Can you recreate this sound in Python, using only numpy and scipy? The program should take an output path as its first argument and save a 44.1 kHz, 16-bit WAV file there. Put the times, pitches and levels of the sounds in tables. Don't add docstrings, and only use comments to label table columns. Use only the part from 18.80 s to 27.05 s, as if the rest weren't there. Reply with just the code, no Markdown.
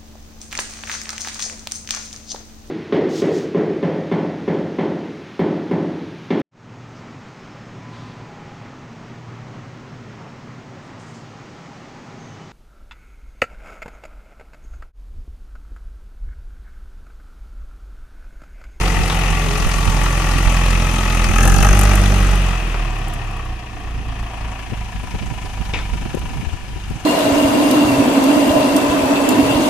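import sys
import numpy as np
from scipy import signal
from scipy.fft import rfft, irfft
from scipy.io import wavfile

SR = 44100
rng = np.random.default_rng(int(sys.argv[2]) if len(sys.argv) > 2 else 0)


def file_out(sig):
    cols = np.atleast_2d(sig).T
    lim = np.clip(cols, -1, 1)
    pcm = np.round(lim * 32767).astype(np.int16)
    wavfile.write(sys.argv[1], SR, pcm)


N = 363825

# t/s, knock/dB, exhaust over knock/dB
ENGINE_LEVEL = [(0, -23.5, -2.5), (.5, -25, -3), (1.2, -24, -2.5), (1.7, -24, -0.5), (2.53, -23.5, -1.5),
                (2.64, -20, 0.5), (3.0, -21.5, 1), (3.3, -23, 2.5), (3.68, -26.5, 0.5), (3.82, -28.5, -1.5),
                (4.25, -30.5, -2.5), (4.78, -36, -2.5), (5.5, -35, -2), (6.1, -36.5, -2), (7.0, -34.5, -5),
                (7.55, -35, -4.5), (7.85, -37.5, -10), (8.25, -36, -6)]
# firing rate/Hz, its lead/cycles, knock lead/cycles
PHASE_LEAD = [(29, .5, .27), (34, .36, .29), (38, .17, .31), (43.5, 0, .33)]
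# t/s, stage 0-6
TONE_STAGE = [(0, 0), (.35, 0), (.65, 1), (1.65, 1), (1.9, 2), (2.5, 2), (2.63, 3), (2.8, 3), (2.92, 4),
              (3.5, 4), (4.1, 5), (5.3, 5), (6.2, 6), (8.25, 6)]


def amp(db):
    return 10 ** (np.asarray(db) / 20)


def unit(x):
    return x / np.sqrt(np.mean(x ** 2) + 1e-20)


def in_time(rows):
    t_s, *columns = np.transpose(rows)
    return [np.interp(np.arange(N) / SR, t_s, c) for c in columns]


def at_hz(points, hz):
    f_hz, values = np.transpose(points)
    return np.interp(np.log(hz), np.log(np.maximum(f_hz, 1)), values)


def drift(rate_hz):
    knots = rng.standard_normal(400)
    return 1.2 * np.interp(np.arange(N) / SR * rate_hz * 2, np.arange(400), knots)


def tone(cycles, rms_db):
    return np.sqrt(2) * amp(rms_db) * np.sin(2 * np.pi * cycles)


def place(out, burst, t_s, peak_db):
    i = round(t_s * SR)
    out[:, i:i + burst.shape[1]] += amp(peak_db) * burst / np.abs(burst).max()


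def resonate(excite, modes):
    out = 0
    for hz, width_hz, db in modes:
        r = np.exp(-np.pi * width_hz / SR)
        gain = (1 - r * r) / 2
        section = [gain, 0, -gain, 1, -2 * r * np.cos(2 * np.pi * hz / SR), r * r]
        out = out + amp(db) * signal.sosfilt([section, section], excite(hz))
    return unit(out)


def port_noise(hz):
    # f/Hz, left-right correlation
    likeness = [(60, 1), (150, 1), (380, 0.99), (950, 0.51), (2380, 0.47), (5980, 0.15), (15000, 0.065)]
    mid, side = rng.standard_normal((2, N))
    alike = at_hz(likeness, hz)
    return np.sqrt(1 + alike) * mid + np.sqrt(1 - alike) * side * [[1], [-1]]


def bands(spectrum, gate):
    low_hz, high_hz = spectrum[0][0], spectrum[-1][0]
    edges_hz = np.geomspace(low_hz, high_hz, int(2 * np.log2(high_hz / low_hz)) + 2)
    out = 0
    for a, b in zip(edges_hz, edges_hz[1:]):
        hz = np.sqrt(a * b)
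        band = signal.butter(2, [a, b], "band", fs=SR, output="sos")
        out = out + amp(at_hz(spectrum, hz)) * signal.sosfilt(band, port_noise(hz) * gate())
    return unit(out)


def stage_db(source):
    # fan/dB, rattle/dB, roar/dB, upper exhaust orders/dB, timing gear/dB
    offsets = [(-6.5, -7.5, -3, 0.5, -15), (-6.5, -7, -5, -4.5, -18), (-13, -8, -3.5, -0.5, -14.5),
               (-34, -9, -4, -0.5, -20), (-18.5, -8, -1, -9, -29), (-7.5, -13.5, -3.5, -8, -42),
               (-3.5, -8.5, -6.5, -3, -29)]
    column = ["fan", "rattle", "roar", "upper orders", "timing gear"].index(source)
    (stage,) = in_time(TONE_STAGE)
    return np.interp(stage, np.arange(len(offsets)), np.array(offsets)[:, column])


def wind(flutters=58, gust_s=.05):
    # t/s, level/dB
    rumble_level = [(0, -32), (1, -30.5), (1.9, -42.5), (2.7, -22), (4, -40.5), (5.5, -40.5), (7.5, -29.5),
                    (7.85, -38), (8.25, -32.5)]
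    # t/s, level/dB, top f/Hz, port (0 left, 1 right)
    gusts = [(0.215, -13, 64, 1), (0.52, -19, 139, 1), (0.865, -10, 71, 1), (1.08, -9, 110, 1),
             (1.556, -15, 215, 1), (1.675, -11, 88.4, 1), (5.199, -21.5, 120, 0), (5.928, -16.5, 270, 0),
             (6.153, -21, 89, 0), (6.24, -22, 204, 0), (6.35, -16.5, 211, 0), (6.429, -17.5, 150, 1),
             (6.52, -17, 150, 1), (6.811, -15, 128, 1), (7.136, -11.5, 71.3, 1), (7.221, -27, 422, 1),
             (7.26, -19.5, 305, 1), (7.348, -13, 334, 0), (7.373, -20.5, 413, 0), (7.634, -20, 179, 0),
             (7.67, -15.5, 73, 0), (7.737, -14, 76, 0), (7.971, -19, 190, 0), (8.112, -17.5, 217, 0),
             (8.167, -24, 170, 1)]
    low = np.r_[signal.butter(1, [14, 80], "band", fs=SR, output="sos"),
                signal.butter(2, 260, fs=SR, output="sos")]
    out = unit(signal.sosfilt(low, rng.standard_normal((2, N + 9000)))[:, 9000:])
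    (rumble_db,) = in_time(rumble_level)
    out *= amp(rumble_db + 4.85 * np.array([drift(8.3), drift(6.8)]))
    small = [(when * N / SR, rumble_db[int(when * N)] + 4 + 8 * force, 150 * (.194 + pitch), port)
             for when, force, pitch, port in rng.random((flutters, 4))]
    for t_s, db, top_hz, port in gusts + small:
        band = signal.butter(2, [max(.25 * top_hz, 15), max(top_hz, 30)], "band", fs=SR, output="sos")
        n = round(gust_s * SR * min(150 / top_hz, 1) ** .85)
        puff = unit(signal.sosfilt(band, rng.standard_normal(9000))[-n:]) * np.hanning(n)
        i = max(round(t_s * SR) - n // 2, 0)
        out[int(round(port)), i:i + n] += amp(db) * puff[:N - i]
    return out


def drive_gear(play_cycles=.3):
    # t/s, f/Hz, level/dB
    whine = [(0, 441, -36), (.25, 460, -41), (.55, 440, -39), (.75, 418, -33), (.9, 432, -48),
             (1.1, 437, -41), (1.5, 299, -38), (1.75, 287, -41), (1.9, 290, -63), (4.7, 303, -53),
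             (4.85, 306, -50.5), (5.25, 257.3, -45.5), (5.8, 252, -49), (5.95, 250, -61)]
    hz, db = in_time(whine)
    return tone(np.cumsum(hz) / SR + play_cycles * drift(15), db + 2 * drift(22))


def linkage(hit_db=6):
    # t/s, peak/dB, centre f/Hz, treble/dB, t60/s
    clanks = [(0.298, -11, 1140, -8, 0.27), (1.264, -12, 1130, -19, 0.041), (2.645, -11, 337, -22, 0.23),
              (3.943, -16.5, 1110, -22, 0.13), (3.994, -19, 1230, -12, 0.096),
              (6.9361, -11.5, 2360, -15.5, 0.16), (6.943, -14, 2270, -12, 0.39),
              (6.988, -17.5, 1280, -10, 0.16), (7.01, -35, 970, -3, 0.081)]
    out = np.zeros((2, N))
    t = np.arange(round(.2 * SR)) / SR
    hit = np.minimum(t / .00026, 1) * (1 + amp(hit_db) * np.exp(-t / .0015))
    for t_s, db, centre_hz, treble_db, t60_s in clanks:
        dying = hit * amp(-60 * t / max(t60_s, .005))
        excite = lambda hz: (rng.standard_normal(len(t)) + .5 * rng.standard_normal((2, len(t)))) * dying
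        modes = [(centre_hz, 750, 0), (300, 300, -3), (800, 500, -7),
                 (3500, 900, treble_db + 3), (5000, 2500, treble_db - 7)]
        place(out, resonate(excite, modes), t_s, db)
    return out


def cracks_and_ticks():
    # t/s, peak/dB
    peaks = [(2.6516, -16), (2.675, -14), (2.828, -13), (2.99, -10), (3.0106, -9), (3.033, -15),
             (3.153, -14.5), (4.2805, -27), (4.335, -26.5), (4.3444, -35), (4.5094, -36), (4.5659, -37),
             (4.6508, -36), (7.347, -30.5), (7.3896, -32), (8.0994, -36)]
    out = np.zeros((2, N))
    t = np.arange(1500) / SR
    bright = signal.butter(2, [6500, 12500], "band", fs=SR, output="sos")
    shape = amp(-60 * t / .017) * np.minimum(t / .013, 1)
    for t_s, db in peaks:
        place(out, signal.sosfilt(bright, rng.standard_normal((2, len(t))) * shape), t_s, db)
    return out


def exhaust(firing_hz, cycles, throb_db=4, idle_odd_db=-6.5):
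    # f/Hz, gain/dB
    pipe = [(24, 9.5), (36, 10), (48, 9), (56, 7.5), (78, -3.5), (96, 1.5), (125, -3), (147, -8),
            (174, -13), (188, -4.5), (215, -6), (226, -14.5), (290, -24.5), (350, -22)]
    knock_db, over_db = in_time(ENGINE_LEVEL)
    idle = np.clip((33 - firing_hz) / 5, 0, 1)
    level_db = knock_db + over_db + throb_db * idle * drift(8.4)
    rate_hz, first_lead, _ = np.transpose(PHASE_LEAD)
    out = 0
    for order in range(1, 9):
        db = level_db + at_hz(pipe, order * firing_hz) + .86 * drift(3)
        db += (order > 4) * stage_db("upper orders") + (order in (1, 3)) * idle_odd_db * idle
        lead = .61 + (order == 1) * np.interp(firing_hz, rate_hz, first_lead)
        out = out + tone(order * cycles + lead, db)
    return out


def timing_gear(cycles, teeth_per_firing=20, play_cycles=.35):
    knock_db, _ = in_time(ENGINE_LEVEL)
    mesh = teeth_per_firing * cycles + play_cycles * drift(12)
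    return tone(mesh, knock_db + stage_db("timing gear") + 4 * drift(11))


def fan(firing_hz, cycles, blades_per_firing=3.6, db_per_hz=.28):
    knock_db, _ = in_time(ENGINE_LEVEL)
    db = knock_db + stage_db("fan") + db_per_hz * (firing_hz - 40) + 2 * drift(2.4)
    return tone(blades_per_firing * cycles, db)


def combustion(firing_hz, cycles, uneven_db=1.6, blow_db=8, block_db=7, bite_db=21.5):
    # t/s, rattle and roar (0-1), block and panels (0-1)
    burst_share = [(0, .3, .36), (2.0, .33, .4), (2.5, .42, .48), (2.62, .68, .72), (2.85, .6, .65),
                   (3.1, .44, .45), (3.5, .28, .25), (4.5, .15, .22), (5.2, .22, .36), (5.9, .22, .4),
                   (6.4, .22, .48), (7.7, .2, .46), (7.9, .12, .15), (8.25, .12, .2)]
    # f/Hz, width/Hz, level/dB
    block_modes = [
        [(533, 44, -3), (766, 160, 1.5), (1230, 350, -1.5), (1370, 110, -14), (1935, 360, -2.5),
         (2560, 640, -4), (2980, 450, -13)],
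        [(553, 110, -9.5), (786, 440, -7.5), (1157, 100, 0.5), (1356, 200, -6.5), (1863, 350, -5.5),
         (2550, 590, -8), (3050, 350, -14.5)],
        [(550, 170, -7.5), (810, 460, -6.5), (1274, 180, 1.5), (1130, 94, -2), (1870, 590, -5.5),
         (2530, 370, -2), (3050, 920, -13)],
        [(610, 110, -3), (790, 84, 6.5), (1265, 220, 4), (1660, 320, 3.5), (2060, 160, -8), (2625, 250, 0.5),
         (3100, 450, -24)],
        [(620, 125, 1), (806, 120, 5), (1240, 400, 2), (1615, 200, -3.5), (1915, 230, 1), (2550, 710, -2),
         (3170, 1000, -11.5)],
        [(612, 160, -25), (735, 113, -4), (1110, 330, -8.5), (958, 41, -9), (1815, 340, -12), (2564, 400, -12),
         (3100, 820, -20)],
        [(631, 140, -16.5), (760, 140, -4), (1265, 550, -11.5), (974, 84, -1), (1738, 183, -8.5),
         (2345, 620, -10.5), (2824, 730, -11.5)],
    ]
    # f/Hz, width/Hz, level/dB
    injector_modes = [(6180, 1200, 9), (9090, 3000, 2), (12100, 660, 1)]
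    # f/Hz, relative density/dB
    panel_spectrum = [(420, -30), (620, -1), (850, -7), (1200, -6.5), (1550, -7.5), (2100, -8), (2600, -5),
                      (3900, -23.5), (4600, -6.5), (6000, -32)]
    rattle_spectrum = [(2060, -58), (3500, 11.5), (3970, -4), (4820, 6), (6310, 5.5), (7480, -1),
                       (9250, -0.5), (12200, -2), (13600, -10), (15100, -25), (15700, -32)]
    roar_spectrum = [(30, 7.5), (70, -6.5), (150, -1.5), (280, -9.5), (400, -1.5), (520, -28.5),
                     (700, -7.5)]
    rattle_share, knock_share = in_time(burst_share)
    rate_hz, _, knock_lead = np.transpose(PHASE_LEAD)
    knock_cycles = cycles + np.interp(firing_hz, rate_hz, knock_lead)
    firing, phase = knock_cycles.astype(int), knock_cycles % 1
    strikes = np.flatnonzero(np.diff(np.floor(knock_cycles - .2))) + 1
    per_firing = lambda: rng.uniform(-1, 1, 400)
    firing_db = uneven_db * per_firing()

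    def gate(share, fall=3, own_db=1.5, steady=.85):
        strength = amp(firing_db + own_db * per_firing())[firing]
        burst = unit(strength * phase ** 3 * np.exp(-3 * fall * phase))
        return np.sqrt(steady * (1 - share) + share * burst ** 2)

    def blows(share, scatter_s):
        clicks, n = np.zeros(N), len(strikes)
        at = np.clip(strikes + (scatter_s * SR * per_firing()[:n]).astype(int), 0, N - 1)
        clicks[at] = amp(firing_db[firing[strikes]] + 2.5 * per_firing()[:n])
        return amp(blow_db) * unit(clicks) * share

    soft = signal.butter(1, 1100, fs=SR, output="sos")
    drives = []
    for hz, _, _ in block_modes[1]:
        clatter = port_noise(hz) * gate(knock_share, fall=2.65, own_db=3, steady=.6)
        push = signal.sosfilt(soft, blows(knock_share, scatter_s=.09 / firing_hz[strikes]) + 1e-18)
        drives.append((clatter + push) * amp(.7 * drift(5)))
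    (stage,) = in_time(TONE_STAGE)
    block = np.zeros((2, N))
    for k, modes in enumerate(block_modes):
        crossfade = np.sqrt(np.clip(1 - np.abs(stage - k), 0, 1))
        heard, drive = crossfade > 0, iter(drives)
        block[:, heard] += crossfade[heard] * resonate(lambda hz: next(drive)[:, heard], modes)
    panels = bands(panel_spectrum, lambda: gate(knock_share))
    knock = unit(panels + amp(block_db) * block)

    def injection(hz):
        burst = port_noise(hz) * gate(rattle_share, fall=5.8)
        return burst + amp(-12) * blows(rattle_share, scatter_s=.0019)

    rattle = bands(rattle_spectrum, lambda: gate(rattle_share, fall=3.14, own_db=16.5))
    ring = amp(-11 + bite_db * rattle_share) * resonate(injection, injector_modes)
    rattle = amp(stage_db("rattle")) * unit(rattle + ring)
    roar = amp(stage_db("roar")) * bands(roar_spectrum, lambda: gate(rattle_share, fall=2.46))
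    knock_db, _ = in_time(ENGINE_LEVEL)
    return amp(knock_db) * (knock + rattle + roar)


def at_ports(machine, left_lag_s=4e-5):
    # f/Hz, left over right/dB
    balance = [(60, -1.5), (95, -0.5), (150, 0), (240, -2.5), (380, 2), (600, -3.5), (950, 1.5), (1500, -1),
               (2380, 12.5), (3770, 3), (5980, 10), (9470, 11.5), (15000, 3)]
    hz = np.maximum(np.fft.rfftfreq(N, 1 / SR), 20)
    tilt = amp(at_hz(balance, hz) / 2 * np.array([[1], [-1]]))
    delay = np.exp(-2j * np.pi * hz * left_lag_s * np.array([[1], [0]]))
    return irfft(rfft(machine) * tilt / tilt.mean(axis=0) * delay, N)


def scene():
    # t/s, firing rate/Hz
    firing_rate = [(0.0, 45.29), (0.7, 43.75), (1.45, 43.37), (2.2, 42.98), (2.52, 42.19), (2.62, 42.37),
                   (2.75, 47.15), (2.87, 48.12), (3.05, 49.37), (3.3, 47.97), (3.65, 45.8), (3.82, 42.01),
                   (4.05, 37.79), (4.3, 34.32), (4.5, 34.6), (4.7, 29.41), (4.9, 28.59), (5.3, 27.97),
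                   (5.9, 27.34), (6.4, 26.15), (7.2, 24.58), (7.75, 26.06), (8.25, 24.63)]
    (firing_hz,) = in_time(firing_rate)
    cycles = np.cumsum(firing_hz) / SR + .33
    hum = exhaust(firing_hz, cycles) + timing_gear(cycles) + fan(firing_hz, cycles)
    machine = hum + drive_gear() + combustion(firing_hz, cycles) + linkage() + cracks_and_ticks()
    return at_ports(machine) + wind()


def record(dry):
    ceiling, stop_hz = .97, 15800
    soft = dry / (1 + np.abs(dry / ceiling) ** 6) ** (1 / 6)
    return signal.sosfilt(signal.cheby2(12, 70, stop_hz, fs=SR, output="sos"), soft)


dry = scene()
out = record(dry)
file_out(out)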